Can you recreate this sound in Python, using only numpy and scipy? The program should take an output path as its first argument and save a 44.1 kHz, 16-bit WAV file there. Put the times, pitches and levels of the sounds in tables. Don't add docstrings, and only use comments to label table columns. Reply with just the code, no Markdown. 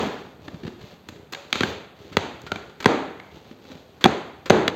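import sys
import numpy as np
from scipy import signal
from scipy.fft import rfft, irfft
from scipy.io import wavfile
from scipy.ndimage import uniform_filter1d

SR = 44100
rng = np.random.default_rng(int(sys.argv[2]) if len(sys.argv) > 2 else 0)


def transcribe(u):
    v = np.clip(np.atleast_2d(u).T, -1, 1)
    q = np.round(v * 32767).astype(np.int16)
    wavfile.write(sys.argv[1], SR, q)


N = 209651
LEAD = SR // 5
SPAN = N + LEAD
BLOW_T = np.arange(4096) / SR

# frequency in Hz, relative level in dB.
AIR_COLOUR = [(20, -31), (70, -6.5), (150, 9.5), (400, -0.5), (800, 1), (1500, -6.5), (3500, -19.5),
              (5500, -45), (7000, -29), (10000, -20), (16000, -25)]
YARD_COLOUR = [(40, -5.5), (120, -8.5), (250, -4), (400, 0), (600, -1), (1000, -2), (2000, -6), (4000, -5),
               (7000, -1), (9000, -9.5), (16000, -6)]
SCRAPE_COLOUR = [(100, -15), (500, 14), (1200, 0.5), (2200, 1.5), (3600, 4), (5400, -1.5), (6600, -4.5),
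                 (8500, -24.5), (16000, -14.5)]
SHUFFLE_COLOUR = [(25, -38.5), (70, 2.5), (120, 2.5), (220, -4), (400, -1.5), (800, -20.5), (2000, -38),
                  (16000, -95)]
CRUNCH_COLOUR = [(100, -8), (380, 5), (700, -5.5), (1500, 0.5), (2500, -4), (4200, -6.5), (5400, -10),
                 (8000, -27), (16000, -54)]
FIZZ_COLOUR = [(100, -37), (3000, -20), (5000, 4), (7200, 2), (8200, -14), (12000, -9.5), (16000, -8)]
BOOM_COLOUR = [(40, -29), (70, -6.5), (130, -4), (220, 0.5), (300, -4.5), (420, -3), (600, -11.5),
               (1200, -31), (16000, -78)]
SLAP_COLOUR = [(60, -34.5), (300, -17), (500, -2), (780, 2), (1100, -3), (1400, -3), (2200, -7),
               (5000, -32), (16000, -48)]
CRACK_COLOUR = [(100, -29), (700, -9.5), (1500, -2), (2500, 2), (2950, 0), (3500, 3), (4400, -1.5),
                (5400, -10.5), (6400, -7), (8000, -23), (16000, -30.5)]
MIC_COLOUR = [(20, -12), (70, -5.5), (4600, -7), (5200, -14), (6300, -9.5), (8200, -5), (9000, -17),
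              (11200, -18), (11900, -5), (16000, -12)]
# frequency in Hz, time to fall 60 dB in seconds.
YARD_DECAY = [(60, 0.52), (200, 0.63), (450, 0.61), (1400, 0.76), (3000, 0.72), (6000, 0.51), (9000, 0.63),
              (16000, 0.37)]
# delay in seconds, gain.
FIRST_ECHOES = [(.0038, .12), (0.0117, 0.088), (0.0194, .08)]
# time in seconds, relative scrape and shuffle in dB.
HANDLING_LEVELS = [(0, -30.5, -39.5), (.38, -58, -50), (.46, -43.5, -38.5), (.52, -49.5, -43),
                   (.62, -50, -40), (.67, -44, -33.5), (.75, -56, -67), (.82, -44.5, -43),
                   (.93, -43, -48.5), (.98, -59, -66), (1.07, -51, -49.5), (1.16, -50.5, -42.5),
                   (1.28, -58, -54), (1.48, -49, -48.5), (1.7, -32, -37), (1.9, -94, -63),
                   (1.97, -47.5, -51), (2.1, -45, -37), (2.35, -51, -45), (2.6, -48.5, -41),
                   (2.75, -54, -48), (3.3, -53, -48.5), (3.37, -42.5, -40), (3.42, -52, -48.5),
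                   (3.48, -47, -44.5), (3.58, -54, -49.5), (3.72, -40.5, -43), (3.85, -54, -52),
                   (3.98, -51.5, -48.5), (4.4, -54.5, -43.5), (4.75, -47, -55)]
# start in seconds, bump in dB, panel pitch in Hz, scuff in dB.
HAND_BUMPS = [ (0.479, -32.5, 203, -37), (0.542, -27, 153, -41.5), (0.633, -28.5, 243, -37),
              (0.649, -24.5, 156, -39), (0.666, -43, 268, -34), (0.676, -24.5, 224, -34),
              (0.812, -36, 127, -41), (0.838, -31.5, 130, -43), (0.932, -41, 167, -52),
              (1.159, -43, 120, -46), (2.120, -36, 161, -49), (2.801, -35, 141, -56),
              (3.342, -43, 150, -47), (3.451, -41, 182, -47), (3.511, -31, 231, -42.5),
              (3.650, -37.5, 250, -43), (3.701, -37, 268, -46), (3.715, -35, 217, -38),
              (3.751, -36, 153, -49), ]
# start in seconds, crunch in dB, fizz in dB, fade in seconds.
KNIFE_NICKS = [ (1.086, -36, -39.5, 0.0055), (1.323, -29, -32.5, 0.0067), (1.503, -46, -54, 0.003),
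               (2.124, -33, -47, 0.017), (2.417, -64, -43.5, 0.0011), (2.464, -29, -47, 0.012),
               (2.696, -45, -61, 0.0025), (2.802, -25.5, -38, 0.0074), (2.825, -27.5, -41, .006),
               (4.008, -27.5, -42, 0.026), (4.457, -25.5, -39, 0.01), (4.475, -36, -49, 0.011), ]
# start in seconds, centre in Hz, spread in Hz, level in dB, time to fall 60 dB in seconds.
AFTER_RINGS = [(-0.045, 227.7, 111, -15, 0.52), (1.345, 564, 26, -28, 0.23), (2.465, 1413, 80.6, -32, 0.74),
               (2.862, 369.2, 219.9, -12, 0.61), (3.199, 2166, 303, -45, 0.68),
               (4.507, 400, 190.4, -9.5, 0.7)]
# pitch in Hz, relative level in dB, time to fall 60 dB in seconds.
BOX_MODES = [(102.6, -8.5, 0.081), (153, -0.5, 0.03), (227, 1, 0.039), (380.8, -0.5, 0.044),
             (576, -9.5, 0.031)]
# start in seconds, crack, slap and thump levels in dB,
# ping pitch in Hz, ping level in dB, relative send to the yard in dB.
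STRAP_SNAPS = [ (-0.051, -12, -7.5, -3.5, 750, -15, -0.5), (0.482, -37.5, -35.5, -31, 1790, -40, -0.5),
               (1.0875, -33.5, -39.5, -31.5, 1700, -40.5, -0.5), (1.334, -27, -30, -40.5, 4210, -30, 0.5),
               (1.348, -27.5, -35.5, -43, 1610, -30.5, -3), (1.5276, -11.5, -30, -26.5, 2394, -23, 2),
               (1.5554, -22.5, -28.5, -22.5, 1350, -27, -3), (1.607, -17, -17.5, -13, 1380, -19, -1),
               (1.6334, -18, -21, -15, 1590, -17, -2.5), (2.1688, -12, -11.5, -11.5, 1980, -22.5, -3.5),
               (2.518, -22, -22.5, -20.5, 1390, -18, -2), (2.558, -31, -30.5, -30, 2350, -28, -5.5),
               (2.844, -25, -23, -32, 2110, -33, -17), (2.8576, -10.5, -3.5, -3.5, 885, -10, -1.5),
               (3.199, -42, -38, -45, 2150, -37, 3), (4.041, -7, -11, -9.5, 3390, -10, -6.5),
               (4.0522, -24, -11, -9, 724, -24, -3.5), (4.0575, -16, -8, -4.5, 762, -8.5, -4.5),
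               (4.4986, -15, -17, -11, 6300, -17, -4), (4.5033, -13, -4.5, -1.5, 586, -9.5, 1),
               (4.679, -12, -17.5, -19, 1740, -20.5, -14.5), ]


def amp(db):
    return 10 ** (np.asarray(db) / 20)


def unit_rms(x):
    return x / np.sqrt(np.mean(x ** 2) + 1e-20)


def unit_blow(x):
    return x * np.sqrt(.01 * SR / (np.sum(x ** 2) + 1e-20))


def power(blow):
    return abs(rfft(blow, SR)) ** 2


def curve_at(curve, hz):
    knots_hz, values = np.transpose(curve)
    return np.interp(np.log(hz + 1), np.log(knots_hz + 1), values)


def add(mix, start_s, sound):
    part = mix[max(round(start_s * SR) + LEAD, 0):][:len(sound)]
    part += sound[:len(part)]


def response(curve, size=4096):
    log_gain = np.log(amp(curve_at(curve, abs(np.fft.fftfreq(size, 1 / SR)))))
    spectrum = np.exp(np.conj(signal.hilbert(log_gain)))
    return np.fft.ifft(spectrum).real[:size // 2]


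def colour(x, curve):
    return signal.oaconvolve(x, response(curve))[:len(x)]


def excite(force, curve):
    return signal.oaconvolve(force, unit_blow(response(curve)))[:len(force)]


def attack(t, rise_s):
    return 1 - np.exp(-t / rise_s)


def decay(t, t60):
    return np.exp(-np.log(1000) * t / t60)


def ring(hz, t60):
    return np.sin(2 * np.pi * hz * BLOW_T) * decay(BLOW_T, t60)


def tear(rise_s, fall_s):
    envelope = attack(BLOW_T, rise_s) * np.exp(-BLOW_T / fall_s)
    spectrum = rfft(rng.standard_normal(len(BLOW_T)) * envelope)
    local_power = uniform_filter1d(abs(spectrum) ** 2, size=71)
    whitened = irfft(spectrum / np.sqrt(abs(local_power) + 1e-12))
    burst = whitened * np.exp(-BLOW_T / (10 * fall_s))
    return burst / np.linalg.norm(burst)


def outdoor_air():
    return amp(-49.5) * unit_rms(colour(rng.standard_normal(SPAN), AIR_COLOUR))


def yard_tail(source_spectrum, build_s=0.024, size=512):
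    hz, t, bands = signal.stft(rng.standard_normal(SR), SR, nperseg=size)
    bands = bands * decay(t, curve_at(YARD_DECAY, hz)[:, None])
    tail = signal.istft(bands, SR, nperseg=size)[1][:SR]
    tail *= attack(np.arange(SR) / SR, build_s)
    walls = amp(curve_at(YARD_COLOUR, np.fft.rfftfreq(SR, 1 / SR)))
    return irfft(rfft(tail / np.linalg.norm(tail)) * source_spectrum * walls)


def yard_echo(hands, ping_send_db=-10):
    crack, slap, boom = (power(unit_blow(response(curve)))
                         for curve in (CRACK_COLOUR, SLAP_COLOUR, BOOM_COLOUR))
    echo = amp(-1) * signal.oaconvolve(hands, yard_tail(0.99))[:SPAN]
    for start_s, crack_db, slap_db, thump_db, ping_hz, ping_db, send_db in STRAP_SNAPS:
        ping = power(strap_ping(ping_hz))
        parts = (crack_db, crack), (slap_db, slap), (thump_db, boom), (ping_db + ping_send_db, ping)
        snap_power = sum(amp(db) ** 2 * spectrum for db, spectrum in parts)
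        add(echo, start_s, amp(send_db) * yard_tail(np.sqrt(snap_power)))
    return echo


def first_echoes(x):
    return sum(gain * np.pad(x, (round(delay_s * SR), 0))[:len(x)] for delay_s, gain in FIRST_ECHOES)


def friction(curve, slips_per_s, spread_db):
    sizes = amp(spread_db * np.minimum(rng.exponential(1, SPAN), 4))
    signs = rng.choice([-1, 1], SPAN)
    slipping = rng.random(SPAN) < slips_per_s / SR
    return unit_rms(colour(sizes * signs * slipping, curve))


def handling():
    t = (np.arange(SPAN) - LEAD) / SR
    times_s, scrape_db, shuffle_db = np.transpose(HANDLING_LEVELS)
    scrape = friction(SCRAPE_COLOUR, slips_per_s=1700, spread_db=3.0)
    shuffle = friction(SHUFFLE_COLOUR, slips_per_s=370, spread_db=5.0)
    scrape *= amp(np.interp(t, times_s, scrape_db))
    shuffle *= amp(np.interp(t, times_s, shuffle_db))
    return amp(0.5) * (scrape + shuffle)


def hand_bumps():
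    panel, scuff = np.zeros((2, SPAN))
    for start_s, bump_db, hz, scuff_db in HAND_BUMPS:
        modes = ring(hz, t60=0.035) - .5 * ring(1.537 * hz, t60=0.038)
        add(panel, start_s, amp(bump_db) * unit_blow(modes * attack(BLOW_T, rise_s=0.0033)))
        add(scuff, start_s, amp(scuff_db) * tear(rise_s=0.003, fall_s=0.0039))
    return panel + excite(scuff, CRUNCH_COLOUR)


def knife_nicks():
    crunch, fizz = np.zeros((2, SPAN))
    for start_s, crunch_db, fizz_db, fade_s in KNIFE_NICKS:
        add(crunch, start_s, amp(crunch_db) * tear(rise_s=0.0026, fall_s=fade_s))
        add(fizz, start_s, amp(fizz_db) * tear(rise_s=0.0016, fall_s=fade_s))
    return excite(crunch, CRUNCH_COLOUR) + excite(fizz, FIZZ_COLOUR)


def after_ring(centre_hz, spread_hz, db, t60):
    t = np.arange(SR) / SR
    offsets = np.linspace(-.5, .5, num=9) + 0.0505 * rng.standard_normal(9)
    modes_hz = centre_hz + spread_hz * offsets
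    cycles = modes_hz[:, None] * t + rng.random((9, 1))
    cluster = unit_rms(np.sin(2 * np.pi * cycles).sum(0))
    return amp(db) * cluster * attack(t, rise_s=0.034) * decay(t, t60)


def box_thump():
    detune = 1 + 0.078 * rng.standard_normal(len(BOX_MODES))
    modes = sum((-1) ** k * amp(db) * ring(hz * detune[k], t60)
                for k, (hz, db, t60) in enumerate(BOX_MODES))
    return unit_blow(modes * attack(BLOW_T, rise_s=0.0004))


def strap_ping(hz):
    t60 = 3.15 / (90 + 0.034 * hz)
    return unit_blow(ring(hz, t60) * attack(BLOW_T, rise_s=.0008))


def strap_snaps():
    crack, slap, ringing = np.zeros((3, SPAN))
    for start_s, crack_db, slap_db, thump_db, ping_hz, ping_db, _ in STRAP_SNAPS:
        add(crack, start_s, amp(crack_db) * tear(rise_s=.0005, fall_s=.0019))
        add(slap, start_s, amp(slap_db) * tear(rise_s=.0005, fall_s=.003))
        add(ringing, start_s, amp(thump_db) * box_thump() + amp(ping_db) * strap_ping(ping_hz))
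    return excite(crack, CRACK_COLOUR) + excite(slap, SLAP_COLOUR) + ringing


def scene():
    hands = handling() + knife_nicks() + hand_bumps()
    direct = hands + strap_snaps()
    for start_s, *cluster in AFTER_RINGS:
        add(direct, start_s, after_ring(*cluster))
    mix = outdoor_air() + amp(-3) * yard_echo(hands) + first_echoes(direct) + direct
    return mix[None, LEAD:]


def record(dry):
    clipped = np.clip(colour(dry[0], MIC_COLOUR), -1, 1)
    low_pass = signal.firwin(511, cutoff=16000, window=("kaiser", 9), fs=SR)
    return signal.oaconvolve(clipped, low_pass, "same")[None]


dry = scene()
out = record(dry)
transcribe(out)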